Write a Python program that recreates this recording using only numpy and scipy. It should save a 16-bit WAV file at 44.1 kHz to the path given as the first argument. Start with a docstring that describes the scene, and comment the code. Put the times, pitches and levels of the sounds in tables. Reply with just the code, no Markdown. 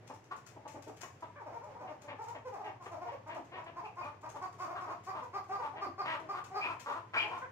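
"""Two chukar partridges in an aviary

The birds cluck at each other behind wire mesh, a couple of metres away. Each call is a source and a
filter: the syrinx buzzes or slaps unevenly, and the throat and beak resonate. Short arched notes
alternate with hoarse rasps, growing louder and higher until they break into squeals. Feet scuff the
floor, the concrete walls ring briefly, and a low hum lies under everything."""
import sys
import numpy as np
from scipy import signal
from scipy.fft import rfft, irfft, next_fast_len
from scipy.io import wavfile

SR = 44100
rng = np.random.default_rng(int(sys.argv[2]) if len(sys.argv) > 2 else 0)


def to_wav(sig):
    """Store sig (one row per channel, or 1-D mono) as 16-bit WAV at the path in sys.argv[1].

    Samples outside -1..1 are clipped; the rate is SR.
    """
    pcm = np.clip(np.atleast_2d(sig), -1, 1) * 32767
    pcm = np.round(pcm).astype(np.int16)
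    wavfile.write(sys.argv[1], SR, pcm.T)  # frames by channels


N = 331191
TOP_HZ = 15600


def undb(db):
    """Amplitude ratio of a level in decibels."""
    return 10 ** (np.asarray(db) / 20)


def unit(x):
    """Normalisation to an rms of 1."""
    return x / np.sqrt(np.mean(x ** 2) + 1e-18)


def colour(x, points):
    """Spectral shaping by a curve of (Hz, dB) points that rolls off beyond both ends."""
    size = next_fast_len(x.shape[-1] + 1024, True)
    hz = np.arange(size // 2 + 1) * SR / size
    knots_hz, db = np.transpose(points)
    skirts = np.minimum(1, hz / knots_hz[0]) * np.minimum(1, knots_hz[-1] / (hz + 1))
    gain = undb(np.interp(np.log(hz + 1), np.log(knots_hz), db)) * skirts ** 2
    return irfft(rfft(x, size) * gain, size)[..., :x.shape[-1]]


def wander(n, rate):
    """Random modulation: straight lines join Gaussian values drawn `rate` times a second."""
    knots = rng.standard_normal(n // 20 + 2)
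    return np.interp(np.arange(n) * rate / SR, np.arange(len(knots)), knots)


def swell(release_at, rise, fall):
    """Times and amplitude envelope of one push: rounded rise, hold, exponential decay."""
    t = np.arange(int(.14 * SR)) / SR
    onset = np.sin(np.pi / 2 * np.minimum(t / rise, 1)) ** 2
    return t, onset * np.exp(-np.maximum(t - release_at, 0) / fall)


def add(track, start, sound):
    """Superposition of a sound on a track, from `start` seconds."""
    i = max(int(start * SR), 0)
    track[i:i + len(sound)] += sound[:max(N - i, 0)]


# Spectrum of the still outdoor air. Each row: frequency in Hz, relative density in dB.
AIR_SPECTRUM = [(25, -25), (50, -16), (80, -10), (110, 2), (200, -9), (400, -7.5), (900, -14),
                (1400, -19.5), (2200, -21), (4000, -35), (6500, -36.5), (9500, -50), (15500, -53)]
def yard_air():
    """Diffuse noise: a faint rumble whose coherence between the ears is greatest in the bass."""
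    mid, side = colour(rng.standard_normal((2, N)), AIR_SPECTRUM)
    spread = colour(side, [(60, -18.5), (250, -12.5), (700, -5), (15000, 4.0)])
    stereo = (mid + spread * np.array([[1], [-1]])) / np.std(mid)
    return undb(-60.5 + 1.4 * wander(N, 25)) * stereo


# Partials of the low hum. Each row: frequency in Hz, level in dB.
HUM_PARTIALS = [(101, -65.5), (120, -69)]
def hum():
    """Random amplitude and frequency modulation make two low tones waver."""
    tones = np.zeros(N)
    for hz, db in HUM_PARTIALS:
        amplitude = 1 + .5 * wander(N, 14)
        phase = 2 * np.pi * np.cumsum(hz + 4 * wander(N, 13)) / SR
        tones += undb(db) * unit(amplitude * np.sin(phase))
    return tones


# The cage rings less in the bass, which escapes by the mesh. Each row: frequency in Hz, gain in dB.
CAGE_RESPONSE = [(100, -4), (400, -3), (800, 0), (2000, 0), (5000, -1), (16000, -1)]
def aviary(x, wet_db, left_db, lag_s, near_t60=.11, far_t60=.41, far_db=-9, build_s=.012):
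    """Double-slope reverberation: quick echoes off floor and cage, a weaker ring from the far walls."""
    t = np.arange(24000) / SR
    hz = np.arange(len(t) // 2 + 1) * SR / len(t)
    mid, side = rfft(rng.standard_normal((2, len(t))))
    coherence = np.exp(-(hz / 600) ** 2)  # long waves reach both ears alike
    echoes = mid * np.sqrt(1 + coherence) + side * np.sqrt(1 - coherence) * np.array([[1], [-1]])
    tail = irfft(echoes) * (undb(-60 * t / near_t60) + undb(far_db - 60 * t / far_t60))
    tail *= 1 - np.exp(-t / build_s)  # reflections take a moment to arrive
    tail /= np.sqrt((tail ** 2).sum(1, keepdims=True))
    ring = signal.oaconvolve(colour(x, CAGE_RESPONSE)[None], tail, axes=1)[:, :N]
    direct = np.array([x, np.roll(x, int(lag_s * SR))])
    balance = undb(np.array([[left_db], [-left_db]]) / 2)
    return balance * (direct + undb(wet_db) * ring) / np.hypot(1, undb(wet_db))


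# Spectrum of claws on grit. Each row: frequency in Hz, gain in dB.
CLAW_SPECTRUM = [(200, -20), (900, 9), (2200, 7), (4000, 0.5), (7000, 8), (9000, -6.5), (15000, -11)]
# Clearer scuffs on concrete and mesh. Each row: start and length in seconds, relative level in dB.
FOOT_SCUFFS = [(.066, 0.012, -64.5), (.134, 0.007, -63), (.36, 0.0063, -58.5), (.459, 0.0085, -58.5),
               (.673, 0.0037, -52.5), (.703, 0.032, -72), (.817, 0.01, -60.5), (.875, 0.0046, -63),
               (.96, 0.011, -64.5), (1.004, 0.0088, -53.5), (2.014, 0.0038, -57.5), (2.212, 0.032, -70),
               (2.275, 0.025, -67), (2.529, 0.011, -68.5), (2.81, 0.058, -71.5), (4.286, 0.012, -61),
               (4.345, 0.02, -69.5), (4.416, 0.0096, -64.5), (4.578, 0.071, -69.5), (5.03, 0.032, -68.5),
               (6.436, 0.0077, -56), (6.793, 0.0014, -47), (7.375, 0.0046, -61)]
def feet(shuffle_count=45):
    """Friction noise: claws drag over grit in grainy bursts, with fainter shuffles at random times."""
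    track = np.zeros(N)
    shuffles = [(when * N / SR, .0075 + .0013 * span, -74 + 6 * force)
                for when, span, force in rng.random((shuffle_count, 3))]
    for start, length, db in list(FOOT_SCUFFS) + shuffles:
        t, drag = swell(length, rise=.013, fall=.009)
        grains = rng.standard_normal(len(t)) * undb(4 * wander(len(t), 653))
        add(track, start, undb(db) * drag * unit(colour(grains, CLAW_SPECTRUM)))
    return track


def flutter(pitch, jitter=.07, air_db=-7):
    """Aperiodic vibration: the syrinx membranes slap unevenly, with air rushing between the slaps."""
    n = len(pitch)
    cycles = np.cumsum(pitch * (1 + jitter * wander(n, 300))) / SR + .5
    slaps = np.diff(np.floor(cycles), prepend=0) * undb(2 * rng.standard_normal(n))
    return unit(slaps) + undb(air_db) * rng.standard_normal(n)


# Lower throat, upper throat and open-beak resonances. Each row: frequency in Hz, gain in dB.
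LOWER_FORMANT = [(120,-42), (220,-14.5), (340,-15.5), (550,-7.5), (800,-11.5), (1100,-8.5), (2000,-78.5)]
UPPER_FORMANT = [(500, -50), (850, -6), (1100, 2), (1350, -2), (1700, -14.5), (3000, -24)]
BEAK_FORMANT = [(1100, -3), (1700, 17.5), (2400, 13.5), (3000, 10), (3800, -2.5), (4800, -9.5), (7000, -34),
                (9000, -46), (15000, -43.5)]
RESTING_THROAT_HZ = 1100
def hoarse_note(length, db, upper_db, beak_db, throat_hz=RESTING_THROAT_HZ):
    """Impulse excitation: slaps ring two throat formants that shift together, and the opening beak."""
    t, push = swell(length * 1.23, rise=.009 + length * .08, fall=.0094)
    slap_hz = 325 * (1 + .076 * rng.standard_normal())
    slaps = flutter(slap_hz * (1 - .2 * (1 - push)))  # the rate sags at low pressure
    stretch = np.array([throat_hz / RESTING_THROAT_HZ, 1])
    lower = unit(colour(slaps, stretch * LOWER_FORMANT))
    upper = undb(upper_db) * unit(colour(slaps, stretch * UPPER_FORMANT))
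    opening = np.exp(-((t / length - .55) / .54) ** 2)
    beak = undb(beak_db) * opening * unit(colour(slaps, BEAK_FORMANT))
    return undb(db) * push * (unit(lower + upper) + beak)


# Deep grunts. Each row: start and nominal length in seconds, relative level in dB, resonance in Hz.
GRUNT_NOTES = [(0.736, 0.033, -51.5, 830), (0.86, 0.025, -52, 650), (3.387, 0.018, -50.5, 560),
               (5.855, 0.036, -48, 593), (6.186, 0.077, -56, 760)]
def grunts():
    """Low resonance: a grunt sounds deep in the throat, almost wholly through the lower formant."""
    track = np.zeros(N)
    for start, length, db, throat_hz in GRUNT_NOTES:
        add(track, start, hoarse_note(length, db, upper_db=-53, beak_db=-20, throat_hz=throat_hz))
    return track


# Short barks. Each row: start and nominal length in seconds, relative level in dB, resonance in Hz.
BARK_NOTES = [(0.092, 0.02, -47.5, 960), (0.306, 0.018, -43, 1140), (0.56, 0.011, -49.5, 880),
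              (0.648, 0.017, -47.5, 930), (1.219, 0.019, -45, 984), (4.04, 0.038, -46, 1070),
              (4.35, 0.018, -46.5, 1000), (4.645, 0.02, -49.5, 1250), (4.747, 0.039, -45, 1260),
              (4.864, 0.043, -47.5, 1200), (5.139, 0.053, -44.5, 1054), (5.616, 0.048, -42.5, 976),
              (6.335, 0.047, -42.5, 1090), (6.637, 0.072, -42.5, 1060), (6.855, 0.063, -42, 1120),
              (6.944, 0.031, -44, 1050), (7.303, 0.061, -43.5, 1050)]
def barks(equal_formants_db=-46):
    """Brightness grows with effort: behind a shut beak, harder barks favour the upper formant."""
    track = np.zeros(N)
    for start, length, db, throat_hz in BARK_NOTES:
        upper_db = 2 * (db - equal_formants_db)
        add(track, start, hoarse_note(length, db, upper_db, beak_db=-27, throat_hz=throat_hz))
    return track


# Harsh rasps. Each row: start and nominal length in seconds, relative level in dB.
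RASP_NOTES = [(1.026, 0.017, -48.5), (1.867, 0.029, -54.5), (2.075, 0.048, -50), (2.344, 0.023, -51.5),
              (2.63, 0.066, -52.5), (2.854, 0.013, -46), (3.064, 0.049, -56), (3.126, 0.022, -57),
              (3.282, 0.065, -51), (3.512, 0.076, -50.5), (3.656, 0.035, -52), (5.751, 0.053, -52),
              (6.045, 0.092, -42), (6.623, 0.053, -47.5), (7.131, 0.031, -41.5), (7.19, 0.082, -49.5)]
def rasps(equal_formants_db=-43.4, opening_s=.019):
    """Radiation from an aperture: the beak lets out treble, but opens only partly in the briefest rasps."""
    track = np.zeros(N)
    for start, length, db in RASP_NOTES:
        upper_db = 2.5 * (db - equal_formants_db)
        beak_db = -3 + 20 * np.log10(min(length / opening_s, 1))
        add(track, start, hoarse_note(length, db, upper_db, beak_db))
    return track


# Resonances of the wide-open beak. Each row: frequency in Hz, gain in dB.
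WIDE_BEAK_RESPONSE = [(1500, -8), (2150, -1), (2440, -1.5), (2780, -3), (3120, -1), (3500, -10),
                      (4200, -11), (4800, -13.5), (5600, -24), (9000, -30.5)]
# One list for each squeal. Each row: time in seconds, pitch in Hz, relative level in dB.
SQUEAL_SLIDES = [
    [(3.846, 2500, -58), (3.857, 2620, -47), (3.868, 2600, -57)],
    [(4.015, 2500, -58), (4.035, 2430, -47), (4.06, 2400, -57)],
    [(6.606, 2330, -48), (6.62, 2400, -38), (6.634, 2430, -33), (6.648, 2560, -39), (6.664, 2400, -37),
     (6.678, 2300, -50)],
    [(7.16, 2250, -44), (7.171, 2400, -31), (7.189, 2480, -25), (7.195, 3050, -35), (7.213, 3150, -32),
     (7.221, 2900, -37), (7.228, 2460, -32), (7.25, 2400, -44)],
]
def squeals(waver=.045, tremble=.4, overtone_db=-15, air_db=-13):
    """Register break: the voice jumps to a sliding whistle, roughened by fast modulation and breath."""
    track = np.zeros(N)
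    for slide in SQUEAL_SLIDES:
        times, hz, db = np.transpose(slide)
        t = np.arange(times[0], times[-1], 1 / SR)
        pitch = np.interp(t, times, hz) * (1 + waver * wander(len(t), 836))
        phase = 2 * np.pi * np.cumsum(pitch) / SR
        tone = np.sin(phase) + undb(overtone_db) * np.sin(2 * phase)
        tone *= 1 + tremble * wander(len(t), 500)
        whistle = unit(colour(tone, WIDE_BEAK_RESPONSE))
        air = undb(air_db) * unit(colour(rng.standard_normal(len(t)), WIDE_BEAK_RESPONSE))
        envelope = undb(np.interp(t, times, db)) * signal.windows.tukey(len(t), .1)
        add(track, times[0], envelope * (whistle + air))
    return track


def pitch_contour(t, length, push, glide, arch, scoop, drop):
    """Frequency modulation, as a ratio: a note scoops up, glides along an arch and drops at its end."""
    along = np.minimum(t / length, 1) - .5
    ratio = 1 + glide * along - arch * (2 * along) ** 2
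    ratio *= 1 - scoop * np.exp(-t / .014)
    ratio *= 1 - .08 * (1 - push) ** 2  # the pitch sags at low pressure
    ratio *= 1 - drop * np.exp(np.minimum(t - length, 0) / .012)
    return ratio * (1 + .013 * wander(len(t), 70))


def resonate(x, hz, width_hz):
    """A second-order resonator passes a band around its natural frequency."""
    return signal.lfilter(*signal.iirpeak(hz, hz / width_hz, fs=SR), x)


# Spectra of the breath, the throat and the open beak. Each row: frequency in Hz, gain in dB.
BREATH_SPECTRUM = [(100, 12), (1200, 9), (2500, 18), (6000, 18), (16000, 17)]
THROAT_RESPONSE = [(200,-24), (400,3), (600,11.5), (800,13.5), (1200,8), (1500,-11.5), (2400,-8),
                   (3300,-21), (4700,-18), (5600,-14), (7000,-21), (9000,-33.5), (15000,-27.5)]
BEAK_RESPONSE = [(1100,11), (1500,15.5), (1800,7), (2400,-0.5), (2800,-20), (3500,-14.5), (4300,-38.5),
                 (10000,-66)]
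JITTER, SHIMMER = .016, .24  # unsteadiness of pitch and of amplitude, as shares, before fraying
NASAL_HZ, NASAL_WIDTH_HZ = 4660, 900
def voiced_note(length, hz, db, throat_hz, *, glide, arch, beak_db, scoop=0, drop=.08, attack=.393,
                air_db=-20, width_hz=230, skirt_db=-13, chest_db=-18, nasal_db=-45):
    """Source and filter: the syrinx buzzes, and a throat resonance picks out one or two harmonics."""
    t, push = swell(length * .79, rise=length * attack, fall=.01)
    pitch = hz * pitch_contour(t, length, push, glide, arch, scoop, drop)
    fray = .4 + 1.3 * np.minimum(t / length, 1)  # a note starts clean and roughens
    cycles = np.cumsum(pitch * (1 + JITTER * fray * wander(len(t), 260))) / SR
    # the windpipe smears each pulse, so the harmonics do not peak together
    harmonics = np.exp(2j * np.pi * rng.random(80))[:int(TOP_HZ / hz)]
    period = irfft(np.r_[0, harmonics], 4096)
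    buzz = unit(period[(cycles % 1 * len(period)).astype(int)])
    buzz *= 1 + SHIMMER * fray * wander(len(t), 235)
    # air leaks through once a cycle, mostly in the treble
    air = unit(rng.standard_normal(len(t)) * (1 + np.cos(2 * np.pi * cycles)))
    source = buzz + undb(air_db) * colour(air, BREATH_SPECTRUM)
    formant = resonate(source, throat_hz, width_hz)
    throat = unit(colour(formant + undb(skirt_db) * source, THROAT_RESPONSE))
    beak = undb(beak_db) * unit(colour(source, BEAK_RESPONSE))
    # the fundamental also radiates straight from the puffed-out neck
    chest = undb(chest_db) * unit(np.real(harmonics[0] * np.exp(2j * np.pi * cycles)))
    # a high resonance of the windpipe gives the nasal edge
    windpipe = resonate(buzz, NASAL_HZ, NASAL_WIDTH_HZ)
    nasal = undb(nasal_db) * unit(resonate(windpipe, NASAL_HZ, NASAL_WIDTH_HZ))
    return undb(db) * push * (throat + beak + chest + nasal)


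# One low, flat squawk. Each row: start and length in seconds, pitch in Hz, relative level in dB.
SQUAWK_NOTES = [(7.133, 0.056, 229, -40)]
def squawk():
    """Sharp resonance: a low, breathy buzz drives a narrow formant and leaves by the open beak."""
    track = np.zeros(N)
    for start, length, hz, db in SQUAWK_NOTES:
        add(track, start, voiced_note(length, hz, db, throat_hz=1070, glide=0, arch=0, beak_db=6,
                                      air_db=-9.5, width_hz=110, chest_db=-30))
    return track


# Thin peeps. Each row: start and length in seconds, pitch in Hz, relative level in dB.
PEEP_NOTES = [(1.352,0.0407,592.6,-54.5), (7.409,0.0463,526,-51.5)]
def peeps():
    """Two radiating paths: a rising note sends overtones from the beak, its fundamental from the neck."""
    track = np.zeros(N)
    for start, length, hz, db in PEEP_NOTES:
        add(track, start, voiced_note(length, hz, db, throat_hz=1010, glide=.09, arch=.076,
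                                      beak_db=6, chest_db=-3.5))
    return track


# Soft murmurs of both birds. Each row: start and length in seconds, pitch in Hz, glide as a share of
# the pitch, relative level in dB, number of the resonant harmonic.
MURMUR_NOTES = [(0.746,0.028,303,0.14,-46,2), (0.863,0.043,447,-0.25,-48.5,1),
                (1.395,0.037,457,-0.26,-47,2), (1.454,0.036,308.4,-0.22,-42.5,2),
                (1.485,0.032,429,-0.17,-53,2), (1.513,0.034,358.6,-0.075,-45.5,2),
                (1.526,0.064,478.3,-0.016,-45.5,2), (1.597,0.055,476.3,0.19,-50.5,2),
                (1.612,0.059,579,0.292,-52.5,1), (1.654,0.0454,429.6,-0.1,-52,2),
                (1.68,0.06,561,-0.21,-52.5,1), (1.736,0.038,462.5,-0.24,-48.5,2),
                (1.782,0.048,504,0.2,-49.5,2), (1.801,0.035,299.7,-0.26,-44,2),
                (1.827,0.045,384,-.2,-46.5,2), (1.875,0.056,310.8,-0.036,-44.5,2),
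                (2.028,0.046,299.5,0.044,-51,2), (2.176,0.065,455.6,0.124,-42,2),
                (2.259,0.049,469.6,0.22,-42.5,2), (2.313,0.035,453,-0.11,-48,2),
                (2.342,0.022,347,-0.08,-47,2), (2.445,0.044,525,-0.041,-42,1),
                (2.517,0.041,423,-0.016,-44.5,2), (2.547,0.032,347,-0.17,-42.5,2),
                (2.578,0.055,421.8,-0.18,-45,2), (2.642,0.05,430.3,-0.063,-42,2),
                (2.794,0.044,363,-0.16,-49.5,3), (2.904,0.053,343,-0.1,-41.5,2),
                (2.955,0.041,338,-0.068,-47,2), (3.004,0.043,358.5,0.16,-41,2),
                (3.043,0.06,474.7,0,-42.5,2), (3.112,0.035,577,0.12,-43,1), (3.347,0.029,359,-0.18,-38.5,2),
                (3.825,0.051,435,-0.17,-43,2), (4.333,0.049,456.4,0.25,-47,2),
                (4.666,0.065,346.2,0.23,-42,2), (4.867,0.047,429.7,-0.28,-45.5,2),
                (5.214,0.032,511.7,0.13,-43,2), (5.486,0.049,393,0.12,-39,2),
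                (5.583,0.035,506,-0.068,-39,2), (5.72,0.057,400.5,0.3,-48.5,2),
                (6.496,0.088,393.3,0.019,-43.5,2), (6.871,0.04,475.3,-0.057,-37.5,2),
                (7.227,0.048,438,0.088,-44,2), (7.288,0.027,500,0.23,-44,2)]
def murmurs():
    """Formant tuning: the throat resonance settles on one harmonic of each sliding note."""
    track = np.zeros(N)
    for start, length, hz, glide, db, harmonic in MURMUR_NOTES:
        add(track, start, voiced_note(length, hz, db, hz * round(harmonic), glide=glide, arch=.06,
                                      beak_db=-18, width_hz=300, skirt_db=-5.5, chest_db=-14))
    return track


# The main run of clear clucks. Each row: start and length in seconds, pitch in Hz, relative level in dB.
CHUCK_NOTES = [(3.255, 0.053, 334, -44.5), (3.546, 0.075, 339, -45.5), (3.753, 0.058, 366.2, -40.5),
               (3.958, 0.071, 367.5, -40), (4.224, 0.05, 338.8, -41.5), (4.405, 0.062, 385.4, -39),
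               (4.581, 0.0802, 375.4, -38.5), (4.69, 0.048, 382.4, -42), (4.793, 0.069, 367.3, -41.5),
               (4.885, 0.053, 377.2, -40), (5.057, 0.071, 397, -39), (5.324, 0.072, 402.8, -38),
               (5.496, 0.082, 405.5, -38.5), (5.804, 0.058, 410.3, -37), (5.973, 0.058, 413.4, -36),
               (6.279, 0.056, 415, -37.5), (6.537, 0.071, 426, -35)]
def chucks():
    """Formant tuning near the third harmonic, with the beak nearly shut, gives a clear "chuck"."""
    track = np.zeros(N)
    for start, length, hz, db in CHUCK_NOTES:
        nasal_db = -19 + 2.5 * (db + 35.5)  # the nasal edge grows faster than the note itself
        throat_hz = 2.933 * hz * (1 + .033 * rng.standard_normal())
        glide = .0094 + .04 * rng.standard_normal()
        note = voiced_note(length, hz, db, throat_hz, glide=glide, arch=.0616, beak_db=-15.5, scoop=.13,
                           drop=.22, attack=.386, air_db=-16, skirt_db=-9.5, nasal_db=nasal_db)
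        add(track, start, note)
    return track


def scene():
    """Superposition: calls and footsteps reverberate in the aviary, over the yard's air and hum."""
    voiced = undb(.5) * (chucks() + murmurs() + peeps())
    clucking = aviary(voiced, wet_db=1.5, left_db=1.46, lag_s=-.00012)
    harsh = undb(4) * (barks() + grunts() + rasps()) + squawk() + squeals()
    scolding = aviary(harsh, wet_db=-.5, left_db=2.5, lag_s=.00018)
    steps = aviary(undb(8) * feet(), wet_db=2, left_db=10.5, lag_s=-.0001)
    return yard_air() + hum() + steps + scolding + clucking


def record(dry):
    """Band limiting: a steep elliptic low-pass filter cuts the treble above TOP_HZ."""
    return signal.sosfilt(signal.ellip(8, .2, 70, TOP_HZ, fs=SR, output="sos"), dry)


dry = scene()
out = record(dry)
to_wav(out)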